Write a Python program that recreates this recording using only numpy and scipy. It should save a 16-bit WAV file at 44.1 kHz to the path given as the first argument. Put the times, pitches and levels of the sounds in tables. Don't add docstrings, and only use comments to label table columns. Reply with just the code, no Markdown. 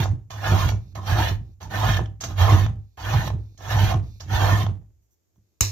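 import sys
import numpy as np
from scipy import signal
from scipy.fft import rfft, irfft, next_fast_len
from scipy.io import wavfile

SR = 44100
rng = np.random.default_rng(int(sys.argv[2]) if len(sys.argv) > 2 else 0)


def unload_wav(signal):
    wavfile.write(
        sys.argv[1],
        SR,
        np.round(np.clip(np.atleast_2d(signal).T, -1, 1) * 32767).astype(np.int16),
    )


def gain_from_db(level_db):
    decades = np.asarray(level_db, float) / 20
    return 10 ** decades


N = 252163

# (time [s], level [dB])
STEEL_CLICK = [(5.6075, -7.5)]
USUAL_BITE_DB, USUAL_TREBLE_DB, USUAL_RING_DB = -31, -39, -38


def rms_one(x):
    return x / np.sqrt(np.mean(x ** 2) + 1e-20)


def in_time(rows):
    s, *columns = np.transpose(rows)
    t = np.arange(N) / SR
    return np.array([gain_from_db(np.interp(t, s, column, -200, -200)) for column in columns])


def at_hz(points, hz):
    points = np.array(points)
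    return np.interp(np.log(hz + 1), np.log(points[:, 0] + 1), points[:, 1])


def colour(x, spectrum):
    size = 8192
    gain = gain_from_db(at_hz(spectrum, np.fft.rfftfreq(size, 1 / SR)))
    cepstrum = irfft(np.log(gain))
    cepstrum[1:size // 2] *= 2
    cepstrum[size // 2 + 1:] = 0
    response = irfft(np.exp(rfft(cepstrum)))[:size // 2]
    response = response / np.sqrt(np.sum(response ** 2))
    return signal.fftconvolve(np.atleast_2d(x), [response], axes=1)[:, :N]


def resonate(x, modes):
    out = 0
    for k, (hz, width_hz, db) in enumerate(modes):
        r = np.exp(-np.pi * abs(width_hz) / SR)
        a = [1, -2 * r * np.cos(2 * np.pi * hz / SR), r * r]
        b = [(1 - r * r) / 2, 0, (r * r - 1) / 2]
        out = out + (-1) ** k * gain_from_db(db) * signal.lfilter(b, a, x + 1e-18)
    return out


def drift(rate_hz):
    r = np.exp(-128 * np.pi * rate_hz / SR)
    noise = rng.standard_normal(N // 64 + 2002)
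    slow = signal.lfilter([1], [1, -2 * r, r * r], noise)[2000:]
    return np.interp(np.arange(N) / 64, np.arange(len(slow)), rms_one(slow))


def wandering(x, modes, wander_db, rate_hz):
    out = 0
    for k, mode in enumerate(modes):
        drive = x * gain_from_db(wander_db * drift(rate_hz))
        out = out + (-1) ** k * resonate(drive, [mode])
    return out


def grains(per_s, spread_db):
    sizes = gain_from_db(spread_db * np.minimum(rng.exponential(1, N), 4)) * rng.choice([-1, 1], N)
    return rms_one(sizes * (rng.random(N) < per_s / SR))


def impulses(times, sizes, contact_s):
    train = np.zeros(N)
    train[np.round(np.asarray(times) * SR).astype(int)] = sizes
    dying = np.exp(-np.arange(SR // 4) / (contact_s * SR))
    return signal.fftconvolve(train, dying)[:N] * rng.choice([-1, 1], N)


def plateaus(rows):
    t = np.arange(N) / SR
    gain = 0
    for s, length, db in rows:
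        gain = gain + gain_from_db(db) * np.clip(np.minimum(t - s, s + length - t) / 0.012, 0, 1)
    return gain


def follow(level_db, usual_db, law):
    return law[0] + law[1] * (level_db - usual_db)


def stroke_levels():
    # (time [s], bite level [dB], treble level [dB], level of the file's ring [dB])
    strokes = [
        [(0.0, -30.5, -33.5, -37), (0.024, -35, -39, -43), (0.036, -37.5, -37, -41), (0.048, -44.5, -48, -45),
         (0.052, -36, -51, -48)],
        [(0.301, -48.5, -58.5, -60.5), (0.309, -44, -48, -48.5), (0.349, -45.5, -54, -54),
         (0.415, -42.5, -49, -46), (0.445, -30, -39.5, -33), (0.483, -30, -36.5, -31), (0.537, -28, -39, -43.5),
         (0.623, -33, -34.5, -33.5), (0.679, -37.5, -41.5, -43), (0.693, -33.5, -36.5, -41.5),
         (0.709, -55.5, -48, -52.5), (0.715, -39, -47.5, -53.5)],
        [(0.951, -47, -49, -54.5), (0.957, -43, -47, -45), (0.999, -44.5, -61, -60.5), (1.047, -49, -55.5, -52),
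         (1.075, -31.5, -38.5, -36.5), (1.109, -29.5, -37, -31), (1.139, -36, -37, -32.5),
         (1.159, -30.5, -39.5, -39.5), (1.193, -28.5, -35, -39.5), (1.225, -30.5, -36.5, -35.5),
         (1.291, -33, -37.5, -46.5), (1.36, -64.5, -56.5, -62)],
        [(1.603, -51.5, -60.5, -58.5), (1.619, -41, -48, -55.5), (1.689, -58, -65.5, -68),
         (1.711, -39, -45.5, -40.5), (1.741, -33, -40.5, -33), (1.799, -32.5, -37, -39.5),
         (1.833, -28.5, -37.5, -39), (1.891, -31.5, -35, -31.5), (1.961, -37, -40.5, -44.5),
         (1.973, -37, -38.5, -41), (1.983, -45, -46.5, -49), (1.988, -33, -45.5, -45)],
        [(2.203, -57, -61.5, -62), (2.207, -50.5, -50, -57), (2.245, -38, -44, -42), (2.271, -50.5, -55.5, -58),
         (2.313, -42, -50, -50), (2.353, -57.5, -63, -63), (2.385, -34, -38, -38), (2.411, -27, -33, -35.5),
         (2.489, -27, -39.5, -38), (2.505, -28, -35, -34.5), (2.651, -44, -44, -44.5),
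         (2.66, -45, -49.5, -49.5)],
        [(2.972, -49.5, -56, -59), (2.976, -44, -52, -53), (3.044, -41.5, -44.5, -42), (3.056, -35, -41.5, -37),
         (3.088, -37.5, -40.5, -33.5), (3.138, -28, -40, -45.5), (3.172, -37.5, -40.5, -36.5),
         (3.228, -37, -43, -39), (3.262, -39.5, -43.5, -52), (3.28, -35.5, -39, -41), (3.294, -66, -51, -54),
         (3.298, -43, -52.5, -54)],
        [(3.575, -71, -60.5, -66), (3.589, -54.5, -66.5, -61), (3.605, -48, -54.5, -56.5),
         (3.661, -38.5, -46.5, -42), (3.677, -39.5, -49, -44.5), (3.709, -33.5, -36, -36),
         (3.775, -30.5, -39.5, -37.5), (3.805, -34.5, -36, -39), (3.875, -37.5, -38, -33.5),
         (3.925, -29.5, -40.5, -48.5), (3.935, -50, -50, -51), (3.94, -28.5, -48, -49.5)],
        [(4.199, -58.5, -54.5, -60.5), (4.209, -47, -55.5, -54), (4.269, -63, -63, -64),
         (4.307, -36.5, -46.5, -38.5), (4.345, -31, -34.5, -39), (4.395, -31, -39, -38.5),
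         (4.431, -26, -35.5, -38), (4.487, -26, -34.5, -35), (4.505, -29.5, -35, -36.5),
         (4.539, -32.5, -39.5, -38.5), (4.629, -36.5, -41, -44.5), (4.66, -52, -54, -54.5)],
    ]
    return 20 * np.log10(sum(in_time(stroke) for stroke in strokes))


def quiet_air():
    # (frequency [Hz], relative level [dB])
    air_spectrum = [(18, -50.5), (30, -13), (48, 4.5), (88, 11.5), (165, -13.5), (328, -3), (1220, -19.5),
                    (4080, -23), (6900, -13), (8740, -30.5), (9460, -32), (13300, -15.5), (16000, -32)]
    return gain_from_db(-73.5) * colour(rng.standard_normal((2, N)), air_spectrum)


def shed(x):
    t = np.arange(SR // 2) / SR
    build_up = np.clip(t / 0.015, 0, 1)
    echoes = rng.standard_normal((2, len(t))) * gain_from_db(-60 * t / 0.28) * build_up
    dull = signal.sosfilt(signal.butter(1, 880, fs=SR, output="sos"), echoes)
    echoes = dull + (echoes - dull) * gain_from_db(-60 * t / 0.65)
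    return signal.fftconvolve(x, echoes / np.sqrt(np.sum(echoes ** 2) / 2), axes=1)[:, :N]


def two_ports(x):
    # (frequency [Hz], level [dB])
    left_over_right = [(60, 1), (110, -6), (200, 6), (380, 3), (700, -9), (1290, -1), (2380, -2.5),
                       (4400, -10), (8120, -1), (15000, -21)]
    # (frequency [Hz], phase [rad])
    left_leads = [(0, 1.5), (860, 1.01), (1720, 0.1), (2150, 6), (2410, -1.5), (4310, -11.5), (5510, -11.5),
                  (6120, -14.5), (7920, -15), (8530, -37), (10200, -13.5), (11200, -33.5), (11900, -33),
                  (16100, 5.5)]
    size = next_fast_len(N + SR // 10)
    hz = np.fft.rfftfreq(size, 1 / SR)
    phase = np.interp(hz, *np.transpose(left_leads))
    half_gap = gain_from_db(at_hz(left_over_right, hz) / 2) * np.exp(0.5j * phase)
    return irfft(np.array([half_gap, 1 / half_gap]) * rfft(x, size), size)[:, :N]


def evened(x, give):
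    envelope = np.abs(signal.hilbert(x, next_fast_len(N))[:N])
    return rms_one(x / (envelope + give * np.std(x)))


def swing(bite_db, law, column):
    # (time [s], top level [dB], legs level [dB], boards level [dB])
    lurches = [(0.005, -16.5, -34.5, -31.5), (0.108, -18.5, -32.5, -39.5), (0.528, -15, -17.5, -23),
               (0.659, -19, -21, -35), (0.741, -23, -27, -39), (0.982, -30.5, -46, -45.5),
               (1.128, -16.5, -26.5, -41.5), (1.198, -22.5, -23.5, -29.5), (1.32, -30, -23.5, -44.5),
               (1.891, -19.5, -20.5, -32), (2.01, -27, -31, -31.5), (2.312, -32, -43.5, -39.5),
               (2.422, -11, -38.5, -43), (2.535, -9, -27, -23.5), (2.621, -15, -24.5, -33.5),
               (2.69, -23.5, -31.5, -36.5), (2.77, -32.5, -36.5, -55), (3.162, -13.5, -34.5, -37.5),
               (3.338, -23.5, -34.5, -40.5), (3.409, -34.5, -35, -57.5), (3.76, -16.5, -25.5, -39),
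               (3.83, -13, -25.5, -28.5), (3.96, -17.5, -33, -35), (4.341, -18, -28.5, -44.5),
               (4.432, -15.5, -24, -32.5), (4.528, -14, -29, -26.5), (4.689, -21.5, -35, -42),
               (5.39, -57, -64.5, -69)]
    rise_db_s, fall_db_s, swing_up_s = 302, 255, 0.045
    t = np.arange(N) / SR
    held_db = np.maximum.accumulate(follow(bite_db, USUAL_BITE_DB, law) + law[2] * t) - law[2] * t
    r = np.exp(-1 / (swing_up_s * SR))
    power = signal.lfilter([1 - r], [1, -r], gain_from_db(held_db + law[3] * drift(13.0))) ** 2
    for row in lurches:
        below_db = np.maximum(rise_db_s * (row[0] - t), fall_db_s * (t - row[0]))
        power += gain_from_db(row[column] - below_db) ** 2
    return np.sqrt(power)


def bench():
    # (frequency [Hz], width [Hz], level [dB])
    bench_modes = [(100.65, 18, 19), (58.85, 38, -4.5), (150, 39.3, -18.5), (201.2, 53, -23),
                   (222, 13, -51.5), (308.5, 58, -24)]
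    # (level at the usual bite [dB], change per change of bite [dB/dB], ring-out [dB/s], waver [dB])
    top_law = (-27.5, 0.52, 142, 3.5)
    legs_law = (-32.5, 0.53, 101, 3.5)
    boards_law = (-44, 0.29, 187.5, 5.5)
    bite_db = stroke_levels()[0]
    shake = rng.standard_normal((3, N))
    top = resonate(resonate(shake[0], bench_modes[:1]), bench_modes[:1])
    legs = resonate(resonate(shake[1], bench_modes[1:2]), bench_modes[1:2])
    boards = resonate(shake[2], bench_modes[2:])
    boom = swing(bite_db, top_law, column=1) * evened(top, give=0.033)
    boom += swing(bite_db, legs_law, column=2) * evened(legs, give=0.13)
    boom += swing(bite_db, boards_law, column=3) * evened(boards, give=0.23)
    return boom


def thud():
    # (frequency [Hz], width [Hz], level [dB])
    thud_modes = [(100, 4.0, 8), (103, 22, -4), (58.5, 63, -5.5), (165, 26, -25)]
    blow = np.zeros(N)
    blow[round((STEEL_CLICK[0][0] + 0.0035) * SR)] = 1
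    struck = resonate(signal.lfilter([1], [1, -1.96, 0.9604], blow), thud_modes)
    return gain_from_db(-13.5) * struck / np.max(np.abs(struck))


def steel_click():
    # (frequency [Hz], width [Hz], level [dB])
    click_modes = [(6000, 68, 1.5), (6000, 65, -5.5), (6450, 230, -3), (7350, 100, -6.5)]
    # (frequency [Hz], relative level [dB])
    crack_spectrum = [(180, -40), (300, -20.5), (1360, -20), (2440, -20), (3030, -18), (3400, -31.5),
                      (4830, -21.5), (5250, -19), (5700, -22.5), (6960, 0.5), (7570, -16), (9390, -35),
                      (13100, -22.5), (14500, -20.5), (16000, -36.5)]
    rattle_spectrum = [(150, -28), (250, -5), (1060, -12.5), (1240, -24), (1530, -24), (1790, -9.5),
                       (2910, -11), (3230, -18.5), (4050, -3.5), (4820, -7.5), (5930, -1), (7060, -13),
                       (9490, -26.5), (13000, -16), (16000, -30.5)]
    (s, level_db), = STEEL_CLICK
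    crack = impulses([s], gain_from_db(level_db + 5.5), contact_s=0.0028)
    rattle = impulses([s + 0.0073], gain_from_db(level_db - 16.5), contact_s=0.043)
    rattle = rattle * grains(per_s=7500.0, spread_db=1.0)
    ring = gain_from_db(4) * resonate(crack + rattle, click_modes)
    return ring + gain_from_db(-1.5) * colour(crack, crack_spectrum) + colour(rattle, rattle_spectrum)


def draw_back():
    # (start [s], length [s], level [dB])
    glides = [(.74, .2, -70.5), (1.4, .15, -77.5), (2.78, 0.26, -81.5), (3.38, 0.24, -73),
              (4.02, .18, -65.5), (5.42, 0.31, -89)]
    # (start [s], length [s], level [dB])
    brushes = [(5.015, .06, -82), (5.1, 0.055, -74.5), (5.345, 0.041, -81)]
    # (frequency [Hz], relative level [dB])
    glide_spectrum = [(1470, -46), (2500, -1.5), (2800, -7), (3230, -33), (3500, -3.5), (4040, -0.5),
                      (4690, -5.5), (6150, -2.5), (9490, -30), (12500, -9.5), (13200, -28.5), (14000, -36),
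                      (15000, -39)]
    brush_spectrum = [(1470, -55), (2500, -25), (3460, -15), (4760, -23), (6010, 7), (8460, -7.5),
                      (9360, -23), (13000, -2.5), (16000, -8.5)]
    hiss = rng.standard_normal((2, N))
    glide = colour(plateaus(glides) * hiss[0], glide_spectrum)
    return glide + colour(plateaus(brushes) * hiss[1], brush_spectrum)


def slack_links():
    # (time [s], level [dB], dying time [s])
    slack_rows = [(0.039, -45.5, 0.025), (0.306, -49.5, .04), (0.7, -43.5, .02), (0.953, -62, 0.027),
                  (1.629, -48.5, 0.0096), (2.208, -37, 0.019), (2.238, -37, 0.017), (3.577, -53.5, .012),
                  (4.205, -43.5, 0.011)]
    return sum(np.abs(impulses([s], gain_from_db(db), contact_s=dying_s)) for s, db, dying_s in slack_rows)


def knocks():
    # (time [s], level [dB], brightness [dB])
    knock_rows = [(0.056, -19, -24), (0.305, -35, 0), (0.689, -30, 6.5), (0.719, -24.5, -22),
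                  (0.955, -30, -15), (1.609, -36.5, -9), (1.969, -24, 2), (1.991, -18, -17.5),
                  (2.058, -51.5, 14.5), (2.212, -36.5, 1.5), (2.238, -29, 6), (2.663, -25.5, -3.5),
                  (2.976, -39.5, -16), (3.275, -22, -39.5), (3.302, -26, -9), (3.576, -62, 11.5),
                  (3.607, -38, -8), (3.915, -27.5, -34), (3.942, -21, -9), (4.204, -44, 8),
                  (4.665, -22.5, -8.5), (5.358, -65, -8)]
    s, level_db, bright_db = np.transpose(knock_rows)
    dull = np.abs(impulses(s, gain_from_db(level_db - 0.5), contact_s=0.00043))
    bright = impulses(s, gain_from_db(level_db + bright_db - 5), contact_s=0.004)
    return dull, bright


def steel_bar(bite_db, teeth, catches, dull):
    # (frequency [Hz], width [Hz], level [dB])
    bar_modes = [(618, 8.4, 1.5), (689.5, 16, -7), (774.7, 6.3, 3), (756, 45, -7), (915, 112, 4),
                 (1041, 84, 7.5), (1094, 10, -13.5), (1215, 28, -11.5), (1257, 57, -4.5)]
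    # (frequency [Hz], relative level [dB])
    bite_spectrum = [(150, -22.5), (250, -10), (302, -9), (414, -7), (792, 5.5), (955, -3), (1030, 1.5),
                     (1140, -8), (1400, -6.5), (1820, -30), (3080, -120)]
    # (level at the usual bite [dB], change per change of bite [dB/dB])
    bite_law = (-28.5, 1.1)
    bite = gain_from_db(follow(bite_db, USUAL_BITE_DB, bite_law))
    bar = wandering(bite * catches, bar_modes, wander_db=3, rate_hz=9) + resonate(dull, bar_modes)
    bar = gain_from_db(-4.0) * bar / np.std(resonate(teeth, bar_modes))
    return bar + gain_from_db(-3.5) * colour(bite * catches + dull, bite_spectrum)


def file_ring(ring_db, teeth, catches, dull):
    # (frequency [Hz], width [Hz], level [dB])
    file_modes = [(1429, 12, -2), (1547, 33, -2), (1621, 200, -6.5), (1780, 86, -0.5)]
    # (level at the usual ring [dB], change per change of ring [dB/dB])
    ring_law = (-35.5, 1.2)
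    ring = gain_from_db(follow(ring_db, USUAL_RING_DB, ring_law))
    rung = wandering(ring * catches, file_modes, wander_db=4.0, rate_hz=6.1)
    rung = rung + gain_from_db(-21.0) * resonate(dull, file_modes)
    return gain_from_db(-3.5) * rung / np.std(resonate(teeth, file_modes))


def rasp_and_jingle(treble_db, teeth, chatter, own, bright, slack):
    # (frequency [Hz], relative level [dB])
    rasp_spectrum = [(1120, -1), (1900, -2), (1980, 1.5), (2060, -1.5), (2600, -1.5), (3170, 0), (4030, -6),
                     (4350, -11), (4900, -26), (6370, -38.5), (10800, -120)]
    jingle_spectrum = [(2710, -29.5), (4600, -3), (4910, -6.5), (5780, 0.5), (6120, 1.5), (6820, -2.5),
                       (8400, -22.5), (8660, -24), (8800, -32.5), (11400, -48), (19400, -120)]
    # (level at the usual treble [dB], change per change of treble [dB/dB])
    rasp_law = (-37, 1.13)
    jingle_law = (-45.5, 0.95)
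    rasp = gain_from_db(follow(treble_db, USUAL_TREBLE_DB, rasp_law))
    jingle = gain_from_db(follow(treble_db, USUAL_TREBLE_DB, jingle_law)) + slack
    scrape = rms_one(teeth + chatter * (1.6 * own + 0.5 * rng.standard_normal(N)))
    patches = [(hz, 0.11 * hz, 0) for hz in np.geomspace(1800, 9000, num=24)]
    scrape = rms_one(wandering(scrape, patches, wander_db=2, rate_hz=15))
    rasping = colour(gain_from_db(-2) * rasp * scrape + bright, rasp_spectrum)
    return rasping + colour(gain_from_db(-2.0) * jingle * scrape + 0.33 * bright, jingle_spectrum)


def chip_hiss(treble_db, chatter, own, slack):
    # (frequency [Hz], relative level [dB])
    chip_spectrum = [(5060, -44), (8600, -7), (8690, -19.5), (9290, -2.5), (10100, -4), (11100, -3.5),
                     (11700, 3.5), (12500, 0.5), (13400, 0.5), (14200, -1), (15400, -4.5), (16200, -18)]
    # (level at the usual treble [dB], change per change of treble [dB/dB])
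    chips_law = (-48.5, 1.1)
    chips = gain_from_db(follow(treble_db, USUAL_TREBLE_DB, chips_law)) + gain_from_db(-17.5) * slack
    hiss = rms_one(chatter * (grains(per_s=4500.0, spread_db=1.0) + 0.64 * own))
    return colour(gain_from_db(-3.9) * chips * hiss, chip_spectrum)


def filing():
    bite_db, treble_db, ring_db = stroke_levels()
    slack = slack_links()
    own = rng.standard_normal((2, N))
    chatter = gain_from_db(0.69 * drift(29.0))
    teeth = grains(per_s=1500.0, spread_db=0.5) * chatter
    catches = rms_one(teeth + 0.64 * own)
    dull, bright = knocks()
    work = steel_bar(bite_db, teeth, catches, dull)
    work = work + file_ring(ring_db, teeth, catches, dull)
    work = work + rasp_and_jingle(treble_db, teeth, chatter, own, bright, slack)
    return work + chip_hiss(treble_db, chatter, own, slack)


def scene():
    work, click, boom = filing() + draw_back(), steel_click(), bench()
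    click_pair = gain_from_db([[-1.3], [1.3]]) * np.vstack([click, np.roll(click, shift=34)])
    below = gain_from_db([[-1.6], [1.2]]) * (boom + thud())
    echoes = shed(gain_from_db(-8.5) * (work + click) + gain_from_db(-15.5) * boom)
    return two_ports(work) + click_pair + below + echoes + quiet_air()


def top_cut(x):
    return signal.sosfilt(signal.butter(12, 16530, fs=SR, output="sos"), x)


def record(dry):
    dry = signal.sosfilt(signal.butter(4, 42, "high", fs=SR, output="sos"), dry)
    dry = signal.sosfilt(signal.cheby2(10, 50, 16500, fs=SR, output="sos"), dry)
    return top_cut(dry)


dry = scene()
out = record(dry)
unload_wav(out)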